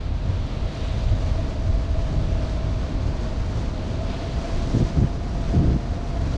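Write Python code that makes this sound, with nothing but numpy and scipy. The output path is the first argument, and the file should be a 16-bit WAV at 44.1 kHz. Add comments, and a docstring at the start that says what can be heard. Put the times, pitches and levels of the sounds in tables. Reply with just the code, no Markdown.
"""A deep, throbbing rumble: eddies buffet the microphone of a camera on a kite line above a sailing boat.
Air rushes and hisses round the housing. The taut line sheds vortices and sings a thin, wavering
aeolian tone. Near the end three hard gusts break over the microphone port."""
import sys
import numpy as np
from scipy import signal
from scipy.fft import rfft, irfft
from scipy.io import wavfile
from scipy.ndimage import uniform_filter1d

SR = 44100
rng = np.random.default_rng(int(sys.argv[2]) if len(sys.argv) > 2 else 0)


def log_audio(samples):
    """Write samples as a 16-bit WAV file to the path given in sys.argv[1]."""
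    # one column per channel
    frames = np.atleast_2d(samples).T
    # limit to full scale, then quantise
    limited = np.clip(frames, -1, 1)
    pcm = np.round(limited * 32767).astype(np.int16)
    wavfile.write(sys.argv[1], SR, pcm)


N = 280917
TIME_S = np.arange(N) / SR

# Flow round the housing, re its usual strength: t/s, level/dB
FLOW_LEVEL = [(0, -3.5), (.12, -5), (.35, -1.5), (.65, -1.5), (.71, .3), (.82, 0.5), (.92, 0.5), (1.2, 1),
              (1.27, 1.5), (1.6, -0.5), (1.72, -0.5), (1.83, 0), (1.9, -1.5), (2.0, 0.5), (2.4, -0.4),
              (2.48, 0.8), (2.57, -0.5), (2.9, -0.1), (3.08, 0), (3.17, 0), (3.24, 1.5), (3.35, 0),
              (3.63, 2), (3.71, -0.3), (3.83, -0.5), (3.88, 0.5), (4.06, 0), (4.095, 2), (4.28, 2),
              (4.35, 2.5), (4.55, 3.5), (4.77, 3.5), (4.805, 4.5), (4.83, 3.5), (4.89, 3), (4.94, 1.4),
              (5.16, -0.5), (5.3, 0), (5.43, 1), (5.49, 2.5), (5.58, 1), (5.72, -0.5), (5.87, -1.5),
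              (6.12, 0.5), (6.21, -0.5), (6.37, 2.8)]
# Small eddies in the housing's wake: t/s, level/dB
CHURN_LEVEL = [(0, -41), (.8, -38.5), (1.45, -36.5), (1.8, -39), (2.05, -38.5), (2.25, -35.5), (2.5, -36),
               (3.2, -36), (3.95, -33), (4.2, -34.5), (4.7, -31.5), (5.3, -34.5), (5.9, -36), (6.37, -31.5)]
# Air whooshing past: t/s, level/dB
WHOOSH_LEVEL = [(0, -50.5), (.2, -52.5), (.35, -50), (.62, -49), (.79, -46.5), (.87, -45), (.98, -48.5),
                (1.08, -48.5), (1.3, -52.5), (1.7, -55), (2.4, -51.5), (3.3, -55.5), (3.8, -52.5),
                (4.06, -50), (4.1, -46), (4.5, -52), (4.88, -52.5), (4.96, -65), (6.37, -59.5)]
# Air noise spectra, relative density: f/Hz, level/dB
CHURN_SPECTRUM = [(60, -13), (100, -2), (150, 1), (190, 0.5), (270, -0.5), (340, -7.5), (450, -19)]
RUSH_SPECTRUM = [(150, -10), (300, -5), (400, -5.5), (520, -4.5), (800, -10), (1050, -12), (1500, -17),
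                 (2500, -26), (5000, -63)]
HISS_SPECTRUM = [(700, -6), (1500, -3), (2200, -1.1), (3300, -1.1), (4500, -1.5), (5200, -3), (6500, -23),
                 (9000, -48.5)]
FINE_HISS_SPECTRUM = [(3500, -11.5), (5000, 2), (5900, 2.5), (7000, -3), (8500, -10.5), (10000, -19),
                      (12000, -30.5), (15000, -43.5)]
WHOOSH_SPECTRUM = [(1700, -20), (2000, -2.5), (2300, 0), (2900, 0.5), (3500, 1), (4000, 0), (4600, -4),
                   (5400, -15)]

# Aeolian tone of the line: t/s, shedding f/Hz, level/dB
LINE_TONE = [(0, 647, -49), (.5, 649, -46), (.85, 647.3, -43), (1.2, 645, -44.5), (1.5, 647.7, -42),
             (2.0, 643.5, -42), (2.35, 646, -40.5), (2.7, 643, -41.5), (3.05, 643, -46.5),
             (3.85, 642.6, -43), (4.2, 674, -41), (4.5, 668.4, -41), (4.8, 667, -42.5), (5.12, 698.6, -47),
             (5.45, 676.7, -39.3), (5.65, 680, -42.5), (5.85, 695, -43.5), (6.15, 679, -41.5),
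             (6.37, 674, -45)]
# Brief flares of the tone: t/s, length/s, rise/dB
LINE_FLARES = [(1.12, 0.05, 8), (1.395, 0.045, 9.5), (1.74, 0.043, 4.5), (1.98, 0.11, 6),
               (2.34, 0.046, 2.5), (2.93, 0.058, 4), (3.15, .09, 5), (3.28, 0.028, 7), (3.58, .07, -4),
               (4.01, 0.063, 7.5), (4.245, 0.036, 9), (4.46, 0.15, 5.5), (5.09, 0.041, 12.5),
               (5.38, 0.08, 3), (5.545, 0.048, 8), (6.17, .1, 5.5)]

# Eddy pressure on the port: t/s, level/dB
BUFFET_LEVEL = [(0, -26), (.7, -24.5), (1.05, -22.5), (1.5, -22.5), (2.0, -22.5), (2.7, -22.5),
                (3.5, -25.5), (4.3, -29), (4.8, -23.5), (5.25, -26), (5.62, -22), (5.9, -29), (6.37, -21.5)]
# Its spectrum, relative density: f/Hz, level/dB
BUFFET_SPECTRUM = [(8, -19), (22, -1.5), (48, 3), (68, -2), (98, -3), (125, -10.5), (150, -10), (190, -20),
                   (280, -21.5), (400, -37.5), (1000, -75.5)]
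# Single large eddies: t/s, length/s, rise/dB
EDDY_THUMPS = [(.13, 0.18, 4), (.3, 0.15, 5.5), (.41, 0.11, 3), (.65, 0.086, 5.5), (.83, 0.072, 0.5),
               (.92, .06, 0.5), (1.075, 0.082, 5.5), (1.13, 0.059, 8), (1.24, 0.07, 2.5),
               (1.325, 0.071, 4.5), (1.385, .05, 1.5), (1.435, 0.066, -0.5), (1.72, 0.12, 6.5),
               (1.78, .06, 3.5), (1.915, 0.061, 5), (1.98, 0.044, 4), (2.03, 0.038, 3), (2.1, .05, -2),
               (2.185, .06, 5), (2.26, .05, 2), (2.34, 0.087, 4.5), (2.61, 0.058, -3), (2.72, 0.029, 2.5),
               (2.96, 0.044, 3.5), (3.08, 0.053, 5.5), (3.4, 0.048, 6.5), (3.49, 0.053, 2),
               (3.58, 0.06, 3.5), (3.67, 0.06, 5), (3.98, 0.083, 3.5), (4.07, 0.12, 4.5),
               (4.37, 0.064, 7.5), (4.555, 0.1, 7), (4.625, 0.064, 4), (4.857, .04, 7.5),
               (5.37, 0.079, 2.5), (5.5, 0.041, 5), (5.91, 0.057, 9), (6.21, 0.073, 4)]
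# Lulls between eddies: t/s, length/s, drop/dB
EDDY_LULLS = [(.195, 0.037, 3), (.49, 0.079, 6), (.595, .05, 4), (.73, 0.16, 9), (1.19, .05, 1),
              (1.535, 0.079, 7), (1.875, 0.07, 4), (2.14, .04, 2), (2.29, .04, 3), (2.49, 0.042, 4),
              (2.9, 0.066, 11), (3.33, .05, 2), (3.73, 0.056, -0.5), (4.48, 0.046, 3), (4.9, .08, 10),
              (5.82, 0.094, 1), (6.03, 0.12, 0)]

# Bursts, 2-3 per gust: start t/s, end t/s, shedding f/Hz, push level/dB, roar level/dB
GUST_BURSTS = [(4.735, 4.786, 88, -21, -22), (4.794, 4.833, 99, -21, -20), (4.964, 5.003, 64, -16, -22),
               (5.01, 5.052, 108, -15.5, -22), (5.535, 5.622, 92, -18.5, -21.5),
               (5.621, 5.694, 78, -18.5, -23), (5.685, 5.769, 60, -18.5, -22.5)]
# Gust roar spectrum, relative density: f/Hz, level/dB
ROAR_SPECTRUM = [(80, -8), (110, 5.5), (160, 5.5), (210, -3.5), (270, -1.5), (400, -9), (550, -17),
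                 (900, -31), (2000, -69)]
# Lopsided vortex push: multiple of the shedding rate, relative level/dB
PUSH_HARMONICS = [(1, 0.5), (2, -4), (3, -14)]


def undb(db):
    """Decibels to gain."""
    return 10 ** (np.asarray(db) / 20)


def unit_rms(x):
    """Scale to rms 1."""
    return x / np.sqrt(np.mean(x ** 2))


def steady_rms(x, span_s):
    """Hold the running rms near 1."""
    width = max(int(span_s * SR), 2)
    return x / np.sqrt(uniform_filter1d(uniform_filter1d(x ** 2, width), width))


def curves(table):
    """Interpolate each column of a timed table per sample."""
    times_s, *columns = np.transpose(table)
    return [np.interp(TIME_S, times_s, column) for column in columns]


def swells_db(table):
    """Sum of cosine humps, each centred on its row's time."""
    return sum(db * np.cos(np.pi * np.clip((TIME_S - centre_s) / length_s, -0.5, 0.5))
               for centre_s, length_s, db in table)


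def wander(rate_hz):
    """Smooth random drift, rms 1, changing at about rate_hz."""
    bins_hz = np.arange(N // 2 + 1) * SR / N
    lowpass = np.exp(-(bins_hz / rate_hz / 2) ** 2)
    return unit_rms(irfft(rfft(rng.standard_normal(N)) * lowpass, N))


def turbulence(spectrum):
    """Shaped random pressure, rms 1; -24 dB/octave above the last point."""
    hz, db = np.transpose(spectrum)
    bins_hz = np.maximum(np.arange(N // 2 + 1) * SR / N, 1)
    shape = undb(np.interp(np.log(bins_hz), np.log(hz), db))
    rolloff = np.minimum(hz[-1] / bins_hz, 1) ** 4
    return unit_rms(irfft(rfft(rng.standard_normal(N)) * shape * rolloff, N))


def port_notch(x, centre_hz=5210, width_hz=490, gain_db=-4):
    """Two paths into the port partly cancel a narrow treble band."""
    b, a = signal.iirpeak(centre_hz, centre_hz / width_hz, fs=SR)
    return x - (1 - undb(gain_db)) * signal.lfilter(b, a, x)


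def airflow(rush_flutter_db, hiss_flutter_db, fine_flutter_db, grit_db):
    """Air churns behind the housing, rushes round it, hisses on its edges and whooshes past."""
    flow_db, = curves(FLOW_LEVEL)
    whoosh_db, = curves(WHOOSH_LEVEL)
    churn_db, = curves(CHURN_LEVEL)
    flutter = 0.56 * wander(9.1) + 0.48 * wander(32)  # passing eddies
    shared_grit_db = grit_db * wander(250)
    rush_db = -38 + 0.66 * flow_db + rush_flutter_db * flutter
    hiss_db = -48.5 + flow_db + hiss_flutter_db * flutter
    fine_db = -54.5 + 1.35 * flow_db + hiss_flutter_db * flutter
    churn = turbulence(CHURN_SPECTRUM) * undb(churn_db)
    rush = turbulence(RUSH_SPECTRUM) * undb(rush_db)
    hiss = turbulence(HISS_SPECTRUM) * undb(hiss_db + shared_grit_db)
    fine_hiss = turbulence(FINE_HISS_SPECTRUM) * undb(fine_db)
    fine_hiss *= undb(fine_flutter_db * wander(12) + grit_db * wander(250))
    whoosh = turbulence(WHOOSH_SPECTRUM) * undb(whoosh_db + shared_grit_db)
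    return port_notch(churn + rush + hiss + fine_hiss + whoosh)


def singing_line(waver_hz, jitter_hz, flicker_db, edge_boost_db, span_s):
    """Wind speed sets the vortex shedding pitch; seven stretches of line each meet a different wind."""
    pitch_hz, level_db = curves(LINE_TONE)
    spread_hz = 29 - 0.25 * (pitch_hz - 640)  # narrows as the wind stiffens
    centre_hz = pitch_hz + waver_hz * wander(3.59)
    tone = 0
    for place in np.linspace(-1, 1, num=7):
        stretch_hz = centre_hz + spread_hz * place + jitter_hz * wander(12.83)
        phase_rad = 2 * np.pi * (np.cumsum(stretch_hz) / SR + rng.random())
        stretch_db = flicker_db * wander(15) + edge_boost_db * abs(place)
        tone += undb(stretch_db) * np.sin(phase_rad)
    return steady_rms(tone, span_s) * undb(level_db + swells_db(LINE_FLARES))


def buffeting(deep_hz, span_s, deep_span_s):
    """Large eddies press on the diaphragm: a rumble with thumps and lulls below deep_hz."""
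    level_db, = curves(BUFFET_LEVEL)
    pressure = steady_rms(turbulence(BUFFET_SPECTRUM), span_s)
    deep = signal.sosfiltfilt(signal.butter(4, deep_hz, fs=SR, output="sos"), pressure)
    eddy_db = swells_db(EDDY_THUMPS) - swells_db(EDDY_LULLS)
    thumping = steady_rms(deep, deep_span_s) * np.std(deep) * undb(eddy_db)
    return (thumping + pressure - deep) * undb(level_db)


def gusts(rise_s, fall_s, stagger, stagger_hz, push_scatter_db, roar_span_s):
    """Flow tears off at the port: vortex pushes under a roar of small eddies. Returns pressure, gate."""
    roar = steady_rms(turbulence(ROAR_SPECTRUM), roar_span_s)
    uneven_time_s = np.cumsum(np.exp(stagger * wander(stagger_hz))) / SR
    push_gain = undb(-push_scatter_db * wander(30))
    pressure, torn_gate = 0, 0
    for start_s, end_s, shed_hz, push_db, roar_db in GUST_BURSTS:
        ramp = np.minimum((TIME_S - start_s) / rise_s, (end_s - TIME_S) / fall_s)
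        gate = np.clip(ramp + 0.5, 0, 1)
        phase_rad = 2 * np.pi * shed_hz * uneven_time_s
        pushes = unit_rms(sum(undb(db) * np.sin(k * phase_rad) for k, db in PUSH_HARMONICS))
        pressure += gate * (pushes * push_gain * undb(push_db) + roar * undb(roar_db))
        torn_gate += gate
    return pressure, torn_gate


def scene():
    """Mono sum at the microphone; the rumble drops 4 dB while the flow is torn off."""
    gust, torn_gate = gusts(rise_s=0.017, fall_s=0.013, stagger=0.27, stagger_hz=41.8,
                            push_scatter_db=1.0, roar_span_s=0.028)
    rumble = buffeting(deep_hz=122, span_s=0.045, deep_span_s=0.034) * undb(-4 * torn_gate)
    air = airflow(rush_flutter_db=0.9, hiss_flutter_db=0.77, fine_flutter_db=0.7, grit_db=0.73)
    line = singing_line(waver_hz=4.94, jitter_hz=6.01, flicker_db=3.0, edge_boost_db=2, span_s=0.052)
    return (air + line + rumble + gust)[None]


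def record(dry):
    """The microphone soft-clips, the camera cuts the top; short fades at both ends."""
    fade_s, cutoff_hz = 0.008, 13000
    fade = np.clip(np.minimum(TIME_S, TIME_S[-1] - TIME_S) / fade_s, 0, 1)
    lowpass = signal.ellip(8, 0.2, 70, cutoff_hz, fs=SR, output="sos")
    return signal.sosfilt(lowpass, np.tanh(dry) * fade)


dry = scene()
out = record(dry)
log_audio(out)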